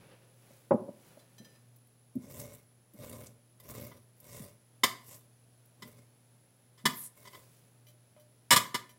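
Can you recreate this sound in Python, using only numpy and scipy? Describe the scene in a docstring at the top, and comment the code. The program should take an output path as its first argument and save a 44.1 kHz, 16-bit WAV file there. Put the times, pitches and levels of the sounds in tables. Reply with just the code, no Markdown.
"""A sleeve rustles over a low mains hum and a thin high hiss, then a piece of ginger drops on the counter.
Another is picked up and grated on a metal grater resting on a china plate in a small, quiet kitchen.
In each stroke, random clicks under a pressure curve tear wet fibres, shake the sheet and judder the board.
The steel edge knocks on the plate: sums of decaying modes plus shaped noise bursts.
Thuds are dulled noise; cloth, air and hiss are coloured noise; the hum is sines."""
import sys
import numpy as np
from scipy import signal
from scipy.fft import rfft, irfft, next_fast_len
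from scipy.io import wavfile

SR = 44100
rng = np.random.default_rng(int(sys.argv[2]) if len(sys.argv) > 2 else 0)


def store_pcm(level_fs):
    """Save levels as 16-bit WAV."""
    pcm = np.round(np.clip(level_fs, -1, 1) * 32767).astype(np.int16)
    wavfile.write(sys.argv[1], SR, np.atleast_2d(pcm).T)


N = 396018
TIME = np.arange(N) / SR
RING = TIME[:SR // 2]  # time axis of one blow
SPAN = len(RING)


def undb(db):
    """Decibels to gain."""
    return 10 ** (np.asarray(db) / 20)


def unit(x):
    """Scale to rms 1."""
    return x / np.sqrt(np.mean(x ** 2))


def attack_unit(x, size=800):
    """Scale a blow so that its first samples have rms 1."""
    return x / np.sqrt(np.mean(x[:size] ** 2))


def decay(t60):
    """Exponential decay that falls 60 dB in t60 seconds."""
    return np.exp(-np.log(1000) * RING / t60)


def fader(s, db):
    """Gain along a level curve, silent outside it."""
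    return undb(np.interp(TIME, s, db)) * (TIME >= s[0]) * (TIME <= s[-1])


def gesture(s, hold, attack, release, easing_db=0, quiet_db=-25):
    """One move of the hand: swells until s, falls by easing_db while held (rises if negative), dies away."""
    times = [s - attack, s, s + hold, s + hold + release]
    return fader(times, [quiet_db, 0, -easing_db, quiet_db - easing_db])


def shape(x, gain):
    """Filter by a gain that is a function of frequency."""
    size = next_fast_len(len(x))
    hz = np.maximum(np.fft.rfftfreq(size, 1 / SR), 1)
    return irfft(rfft(x, size) * gain(hz), size)[:len(x)]


def colour(x, points):
    """Give x a spectrum of (Hz, dB) points, at rms 1."""
    hz, db = np.transpose(points)
    return unit(shape(x, lambda f: undb(np.interp(np.log(f), np.log(hz), db))))


def tilt(x, slope_db):
    """Brighten or dull by dB per octave, levelling out below 500 Hz."""
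    return shape(x, lambda f: undb(slope_db * np.log2(np.hypot(f, 500) / 2000)))


def low_cut(x, hz):
    """Small bodies radiate no deep bass."""
    return signal.sosfilt(signal.butter(2, hz, "high", fs=SR, output="sos"), x)


def resonance(f, hz, width):
    """Response of one damped resonance, 1 at its centre."""
    return 1 / (1 + 1j * (f * f - hz * hz) / (f * width))


def ripple(depth_db=2.0, count=700):
    """Crowded weak modes of one object: a fixed pattern of fine peaks and dips, weaker below 1500 Hz."""
    db = depth_db * np.clip(rng.standard_normal(count), -2, 2)
    return lambda f: undb(np.interp(f, np.linspace(0, SR / 2, count), db) * f / np.hypot(f, 1500))


def walk(rate):
    """Random wander with a spread near 1, rate in new values per second."""
    knots = rng.standard_normal(N // 20)
    return np.interp(TIME * rate, np.arange(len(knots)), knots)


def grains(rate, spread_db):
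    """Random clicks, rate per second; a positive spread makes a few large, a negative one a few faint."""
    spread = undb(spread_db * np.minimum(rng.exponential(size=N), 5))
    sizes = rng.standard_normal(N) * spread
    return unit(sizes * (rng.random(N) < rate / SR))


def flat_noise():
    """Equal energy at all frequencies with scattered phases: very many modes at once."""
    return irfft(np.exp(2j * np.pi * rng.random(SPAN // 2 + 1)))


def ring(modes, detune=0.0018):
    """Decaying modes after one blow, each randomly detuned a little."""
    hz, db, t60 = np.transpose(modes)[:, :, None]
    hz = hz * (1 + detune * rng.standard_normal(hz.shape))
    waves = np.sin(2 * np.pi * (hz * RING + rng.random(hz.shape)))
    return attack_unit(np.sum(undb(db) * waves * decay(t60), axis=0))


def contact(length, rest_db, t60):
    """Envelope of a blow: full while the two things chatter, then a weaker decay."""
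    chatter = 1 / np.sqrt(1 + (RING / length) ** 8)
    return chatter + undb(rest_db) * decay(t60)


def add(out, s, x):
    """Mix the first 0.4 s of a blow in at time s."""
    i = int(s * SR)
    x = x[:SPAN * 4 // 5]
    out[i:i + len(x)] += x[:N - i]


def shifting(x, depth_db, rate):
    """Each band swells on its own as the root crosses different teeth."""
    bands = [shape(x, lambda f: resonance(f, hz, 0.45 * hz) ** 2) for hz in np.geomspace(2500, 15000, num=9)]
    return x + sum(band * (undb(depth_db * walk(rate)) - 1) for band in bands)


# Strokes and lighter rubs. Each row: full pressure at seconds, hold in seconds, tearing in relative dB,
# push on the sheet in relative dB, weight on the board in dB over the push, easing while held in dB.
STROKES = [(2.235, 0.034, -65.5, -56.5, 2.5, 10), (2.32, 0.12, -55.5, -55.5, 4, -2.5),
           (2.54, 0.019, -55.5, -56.5, 0, 5), (3.026, 0.21, -53.5, -50, 2.5, 5),
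           (3.7, 0.15, -53, -50, 2.5, 1), (3.96, 0.037, -71.5, -71, 4.5, 0),
           (4.275, 0.17, -56, -56, 0.5, -2.5), (5.083, 0.051, -58.5, -62.5, -4.5, -5.5),
           (5.885, 0.0044, -62.5, -57.5, 0.5, 3.5), (5.96, 0.028, -72, -66.5, 0, -2),
           (7.2, 0.19, -62, -61.5, -5, -0.5)]
# Spectrum of snapping fibres before the low cut. Each row: frequency in Hz, relative level in dB.
FIBRE_SPECTRUM = [(410, -46), (700, -5), (919, 5.5), (1070, 2), (1320, -17), (1970, 4), (2160, -12),
                  (2730, -7.5), (5710, -5.5), (15500, -4)]
# Sheet under the pressing hand. Each row: resonance in Hz, width in Hz, mean relative level in dB.
SHEET_MODES = [(450, 30, 0.5), (587, 32, 5), (1029, 63, -3), (1161, 37, -16.5), (1437, 74, -18),
               (2154, 45, -4), (3500, 140, -19.5), (5794, 110, -13)]
# Plate and board under the strokes. Each row: frequency in Hz, relative level in dB.
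BOARD_SPECTRUM = [(30, -16.5), (55, -6), (80, -3.5), (115, 5.5), (165, 1.5), (200, -8), (240, 1),
                  (320, -12.5), (440, -8.5), (600, -4.5), (720, -19), (1000, -29), (2000, -57)]
BITE_S, TEAR_RELEASE_S, PUSH_RELEASE_S = 0.11, 0.12, 0.16  # the sheet shakes on after the tearing
UNEVEN_DB = 0.5  # wobble of the hand's pressure


def grating():
    """Teeth catch and tear fibres in uneven bursts that also ring the sheet and shake plate and board."""
    tearing, push, weight = np.zeros((3, N))
    for s, hold_s, tear_db, push_db, weight_db, easing_db in STROKES:
        tearing += undb(tear_db) * gesture(s, hold_s, BITE_S, TEAR_RELEASE_S, easing_db)
        pressure = undb(push_db) * gesture(s, hold_s, BITE_S, PUSH_RELEASE_S, easing_db)
        push += pressure
        weight += undb(weight_db) * pressure
    catch = unit(undb(2.5 * walk(rate=130) + UNEVEN_DB * walk(rate=38)))

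    snaps = colour(grains(rate=2600, spread_db=-1.5), FIBRE_SPECTRUM)
    fibres = shape(snaps, lambda f: f / np.hypot(f, 2800))
    # the thin steel lends the crackle its many small peaks
    fibres = shape(fibres, ripple(depth_db=2.5, count=160))
    fibres = shifting(fibres, depth_db=3.2, rate=38)

    tugs = grains(rate=1200, spread_db=0.8)
    sheet = np.zeros(N)
    for hz, width_hz, db in SHEET_MODES:
        # each mode swells as the root passes its antinodes
        swell = undb(db + 1.5 * walk(rate=14))
        sheet += swell * shape(tugs, lambda f: resonance(f, hz, width_hz))

    board = colour(grains(rate=1100, spread_db=-2.0), BOARD_SPECTRUM)
    return catch * (undb(1.4) * tearing * unit(fibres) + undb(-4) * push * unit(sheet) + weight * board)


# Single fibres snap or wet pulp smacks. Each row: start in seconds, relative level in dB, centre in Hz.
SNAPS = [(1.761, -61.5, 14000), (1.87, -66.5, 13000), (2.153, -61.5, 12100), (2.398, -44, 8540),
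         (2.936, -60.5, 12000), (3.095, -49.5, 11000), (3.266, -52, 6900), (3.6, -55.5, 12600),
         (3.705, -48, 10200), (3.867, -50, 13000), (4.201, -54.5, 13300), (5.143, -53, 7000),
         (5.655, -63, 13100), (5.878, -58, 12500)]
# The wet root slides over the sheet. Each row: fullest at seconds, hold in seconds, relative level in dB,
# centre in Hz at the fullest moment.
SLIDES = [(4.335, 0.037, -61, 7750), (5.11, 0.023, -59.5, 7620), (6.974, 0.088, -45.5, 12230)]
SLIDE_ATTACK_S, SLIDE_RELEASE_S, SLIDE_FALL_OCT_PER_S = 0.12, 0.037, 3.1


def pulp():
    """Fibres snap as resonant noise bursts; the sliding root hisses as noise on a falling carrier."""
    out = np.zeros(N)
    for s, db, hz in SNAPS:
        burst = shape(flat_noise(), lambda f: resonance(f, hz, 0.36 * hz))
        add(out, s, undb(db) * unit(burst) * contact(length=0.0074, rest_db=-26.5, t60=0.06))
    fizz = unit(shape(rng.standard_normal(N), lambda f: 1 / (1 + (f / 1900) ** 2)))
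    fizz *= undb(1.5 * walk(rate=150))
    for s, hold_s, db, hz in SLIDES:
        fall_s = np.clip(TIME - s, -SLIDE_ATTACK_S / 2, 1)
        centre_hz = hz * 2 ** (-SLIDE_FALL_OCT_PER_S * fall_s)
        hiss = unit(fizz * np.cos(2 * np.pi * np.cumsum(centre_hz) / SR))
        out += undb(db) * gesture(s, hold_s, SLIDE_ATTACK_S, SLIDE_RELEASE_S) * hiss
    return out


# The grater meets the plate. Each row: start in seconds, attack level in dB, plate's share of power 0-1,
# chatter length in seconds, brightness in dB per octave.
KNOCKS = [ (1.191, -66, .5, 0.0088, 2), (3.598, -63, 0, 0.011, 0), (3.914, -55.5, 0.1, 0.011, -6.5),
          (4.834, -19.5, 0.15, 0.012, -1), (5.821, -47, 0.02, .013, -1.5), (6.776, -62, .1, 0.036, -0.5),
          (6.854, -22, 0.42, .014, -1), (7.251, -55.5, 0, 0.015, -3), (7.271, -51.5, 0, 0.012, -1),
          (7.328, -56, 0, 0.014, -2), (7.344, -51.5, 0.09, 0.014, -3), (8.506, -16.5, 0.99, 0.014, -0.5),
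          (8.519, -17.5, 1, 0.021, -1), (8.56, -19, 0.9, 0.017, -0.3), (8.743, -29.5, 0.72, 0.015, -2)]
# Ringing grater before contact damping. Each row: mode in Hz, relative level in dB, t60 in seconds.
GRATER_MODES = [(384, -5, 0.055), (1047, -0.5, 0.19), (2014, -4, 0.37), (3110, -5, 0.17), (3540, -10, 0.36),
                (3575, -13, 0.17), (4135, -20.5, 0.041), (4750, -11, 0.44), (5050, -19, 0.45),
                (5330, -5, 0.12), (5440, -18.5, 0.1), (5937, -21.5, 0.2), (6975, -21, 0.21),
                (7460, -20.5, 0.21), (8300, -29, 0.2), (8530, -20.5, 0.22), (8592, -17, 0.24),
                (9120, -19.5, 0.34), (9290, -10.5, 0.14), (9730, -20, 0.13), (9900, -25.5, 0.31),
                (11700, -30.5, 0.23), (12300, -18, 0.14), (12100, -20, 0.15)]
# Plate under the steel edge. Each row: mode in Hz, relative level in dB.
PLATE_MODES = [(1184, -39), (1674, -44.5), (2110, -41), (2950, -43.5), (3085, -49.5), (3418, -43),
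               (3521, -44), (3736, -46), (4011, -45), (5006, -43), (5356, -39), (5647, -47), (6099, -55.5),
               (6562, -49.5), (7047, -45), (7321, -44), (7957, -53.5), (8387, -42), (8624, -47.5),
               (9297, -45.5), (9448, -43.5), (10616, -40), (11224, -46), (12349, -52), (12845, -53.5),
               (13410, -48.5), (13878, -43.5), (14357, -51.5)]
# Crowded short modes of steel on china. Each row: frequency in Hz, relative level in dB.
CLASH_SPECTRUM = [(50, -31.5), (130, -8.5), (230, -6), (300, -14), (560, -10), (860, -17.5), (1000, -0.5),
                  (1180, -2.5), (1400, -14.5), (2100, -4), (2650, -14), (3400, -10.5), (6300, -14.5),
                  (15500, -19.5)]
# Plate ringing freely, also used by chinks(). Each row: mode in Hz, relative level in dB, t60 in seconds.
CHIME_MODES = [(1782, -2.5, 0.92), (3150, -1, .5), (4040, 4, 0.58), (4980, 3, 0.69), (5960, 3, .38),
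               (6982, -3.5, .34), (8070, -12.5, .4), (9120, -12, .45), (10620, -11.5, .4),
               (14976, -12.5, 0.41)]


def knocks():
    """The steel edge chatters on the china; both ring, and are damped as the edge settles."""
    out = np.zeros(N)
    weak_modes = ripple(depth_db=6.5, count=520)
    plate = [(hz, db, 0.18 * (hz / 2000) ** -0.2) for hz, db in PLATE_MODES]
    for s, db, share, chatter_s, bright_db in KNOCKS:
        modes = np.sqrt(1 - share) * ring(GRATER_MODES, detune=0.0056) + np.sqrt(share) * ring(plate)
        clash = colour(shape(flat_noise(), weak_modes), CLASH_SPECTRUM)
        blow = modes * contact(chatter_s, rest_db=-11.0, t60=0.92)
        blow += undb(2.0) * clash * contact(chatter_s, rest_db=-12.5, t60=0.34)
        # the hand soon weakens the strong low bending mode
        bending = shape(blow, lambda f: resonance(f, 1100, 300))
        blow = blow - 0.5 * bending * (1 - np.exp(-RING / 0.074))
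        # the plate sings on faintly after the blow
        singing = share * undb(-27.0) * tilt(ring(CHIME_MODES), slope_db=-11.0)
        blow = tilt(blow, bright_db) + singing
        add(out, s, undb(db) * attack_unit(blow * (1 - np.exp(-RING / 0.002))))
    return low_cut(out, hz=105)


# The root nudges the plate as it is picked up. Each row: start in seconds, relative level in dB.
NUDGES = [(1.199, -76), (1.382, -63), (1.447, -64.5), (1.552, -75.5)]
# Light touches on the lifted grater. Each row: start in seconds, attack level in dB, brightness in dB per octave.
TOUCHES = [(7.868, -62, 3.5), (7.885, -62.5, 4.5), (8.165, -59, -8.5), (8.197, -65.5, 5.5),
           (8.893, -59, 3.5)]
# Lifted grater ringing lightly. Each row: mode in Hz, relative level in dB, t60 in seconds.
LIFTED_MODES = [(599.5, 4, 0.33), (2050, -4, 0.16), (2410, -3, 0.12), (3050, 2, 0.11), (3370, -6, 0.096),
                (4000, -8.5, 0.14), (4660, -9, .14), (5900, -4.5, 0.12), (6998, -16, .14), (11000, -9, .12),
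                (13378, -6, 0.11), (14777, -11, .12)]


def chinks():
    """The nudged plate and the lifted grater ring freely, each with a brief scuff."""
    out = np.zeros(N)
    for s, db in NUDGES:
        # each spot on the rim favours other modes
        modes = [(hz, mode_db + 3 * rng.standard_normal(), t60) for hz, mode_db, t60 in CHIME_MODES]
        chime = tilt(ring(modes), slope_db=-1.8) * contact(length=0.019, rest_db=0.5, t60=1.8)
        scuff = undb(2.5) * unit(flat_noise()) * contact(length=0.011, rest_db=-18, t60=0.1)
        add(out, s, undb(db) * (chime + scuff))
    for s, db, bright_db in TOUCHES:
        scuff = undb(-7) * colour(flat_noise(), CLASH_SPECTRUM)
        scuff *= contact(length=0.025, rest_db=-19.0, t60=0.12)
        touch = tilt(ring(LIFTED_MODES, detune=0.0093) + scuff, bright_db)
        add(out, s, undb(db) * attack_unit(touch))
    return out


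# The root lands on counter, plate or grater. Each row: start in seconds, attack level in dB,
# treble limit in Hz, contact length in seconds.
THUDS = [(0.505, -61.5, 1500, 0.0072), (.708, -20, 3500, .017), (.733, -26, 405, .016),
         (.881, -41.5, 990, 0.015), (1.171, -55, 2500, 0.009), (1.397, -52.5, 348, 0.026),
         (2.152, -33.5, 195, 0.021), (2.936, -56, 346, .017), (4.387, -52, 128, 0.052),
         (5.827, -53, 169, 0.03), (6.84, -44.5, 198, 0.054)]
# Soft blow on the worktop before the treble limit. Each row: frequency in Hz, relative level in dB.
COUNTER_SPECTRUM = [(30, -40.5), (100, -25.5), (150, -4.5), (240, -1.5), (350, -10.5), (490, -10),
                    (600, 1.5), (720, -10.5), (1060, -16.5), (1500, -32), (1900, -41.5), (3500, -55.5),
                    (6000, -71)]


def thuds():
    """The root lands and tumbles; the softer the blow, the slower it starts and the less treble it has."""
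    out = np.zeros(N)
    for s, db, limit_hz, length_s in THUDS:
        body = shape(colour(flat_noise(), COUNTER_SPECTRUM), lambda f: 1 / (1 + (f / limit_hz) ** 4))
        onset = 1 - np.exp(-RING / (0.001 + 1 / limit_hz))
        blow = body * contact(length_s, rest_db=-20.5, t60=0.16) * onset
        add(out, s, undb(db) * attack_unit(low_cut(blow, hz=120.4)))
    return out


# Sleeve and fingers move. Each row: fullest at seconds, hold in seconds, brushing in dB, cloth rumble in dB.
SLEEVE_MOVES = [(0, 0.068, -74, -59), (.5, 0.074, -66.5, -66), (1.07, 0.021, -65.5, -61.5),
                (1.45, 0.089, -73, -70), (7.42, .15, -68.5, -70.5)]
# Spectrum of the cloth rumble. Each row: frequency in Hz, relative level in dB.
CLOTH_SPECTRUM = [(88, -14), (150, 5), (238, -11), (548, -4), (630, -11), (1260, -16), (1940, -16.5),
                  (2570, -17.5), (6000, -29.5), (7800, -52), (13200, -120)]
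REACH_ATTACK_S, REACH_RELEASE_S = 0.42, 0.36


def sleeve():
    """Cloth brushes (dense clicks) and rumbles (wavering noise) as the arm moves."""
    brush = unit(shape(grains(rate=6200, spread_db=0.8), lambda f: f / np.hypot(f, 2500)))
    rumble = colour(rng.standard_normal(N), CLOTH_SPECTRUM) * undb(2.4 * walk(rate=25))
    out = np.zeros(N)
    for s, hold_s, brush_db, rumble_db in SLEEVE_MOVES:
        cloth = undb(brush_db) * brush + undb(rumble_db) * rumble
        out += gesture(s, hold_s, REACH_ATTACK_S, REACH_RELEASE_S) * cloth
    return out


def kitchen(x, wet_db=-13, low_t60=0.41, high_t60=0.2, early_db=-12):
    """Early echoes off counter and wall, then a short diffuse tail whose treble dies first."""
    noise = flat_noise()
    low = shape(noise, lambda f: 1 / (1 + (f / 1500) ** 2))
    tail = low * decay(low_t60) + (noise - low) * decay(high_t60)
    tail *= 1 - np.exp(-RING / 0.0074)
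    early = np.zeros(SPAN)
    early[rng.integers(SR // 600, SR // 70, size=12)] = rng.standard_normal(size=12)
    echoes = undb(wet_db) * tail / np.linalg.norm(tail) + undb(early_db) * early / np.linalg.norm(early)
    return x + signal.fftconvolve(x, echoes)[:N]


# Mains hum. Each row: frequency in Hz, level in dB about which it wavers.
HUM = [(120, -65.5), (180, -84.5), (240, -81.5)]
# Still kitchen air. Each row: frequency in Hz, relative level in dB.
AIR_SPECTRUM = [(30, -34), (64, -17.5), (100, -8.5), (150, -5), (220, -10.5), (600, -13), (1050, -21),
                (2800, -25), (9000, -28.5), (15500, -30)]
# Thin high hiss. Each row: frequency in Hz, relative level in dB.
HISS_SPECTRUM = [(9600, -30.5), (9950, -8), (10100, 0), (10300, -6), (10600, -15), (11200, -17),
                 (11800, -34)]
AIR_DB, HISS_DB = -69, -73.5


def background():
    """Slightly wavering mains sines, still air and a thin high hiss of coloured noise."""
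    hum = np.zeros(N)
    for hz, db in HUM:
        tone = unit(np.sin(2 * np.pi * (hz * TIME + rng.random())))
        hum += undb(db + 2.1 * walk(rate=5.2)) * tone
    air = undb(AIR_DB + 0.53 * walk(rate=0.85)) * colour(rng.standard_normal(N), AIR_SPECTRUM)
    hiss = undb(HISS_DB) * colour(rng.standard_normal(N), HISS_SPECTRUM)
    return hum + air + hiss


def scene():
    """All sounds at the counter, in the room, in one channel."""
    counter = grating() + pulp() + knocks() + chinks() + thuds() + sleeve()
    return (kitchen(counter) + background())[None]


def record(dry):
    """The recorder thins the deep bass, rounds the loudest peaks and cuts the top."""
    top_hz, ceiling = 15900, 0.55
    thin = signal.sosfilt(signal.butter(2, 40, "high", fs=SR, output="sos"), dry)
    rounded = ceiling * np.tanh(thin / ceiling)
    return signal.sosfilt(signal.ellip(10, 0.2, 70, top_hz, fs=SR, output="sos"), rounded)


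dry = scene()
out = record(dry)
store_pcm(out)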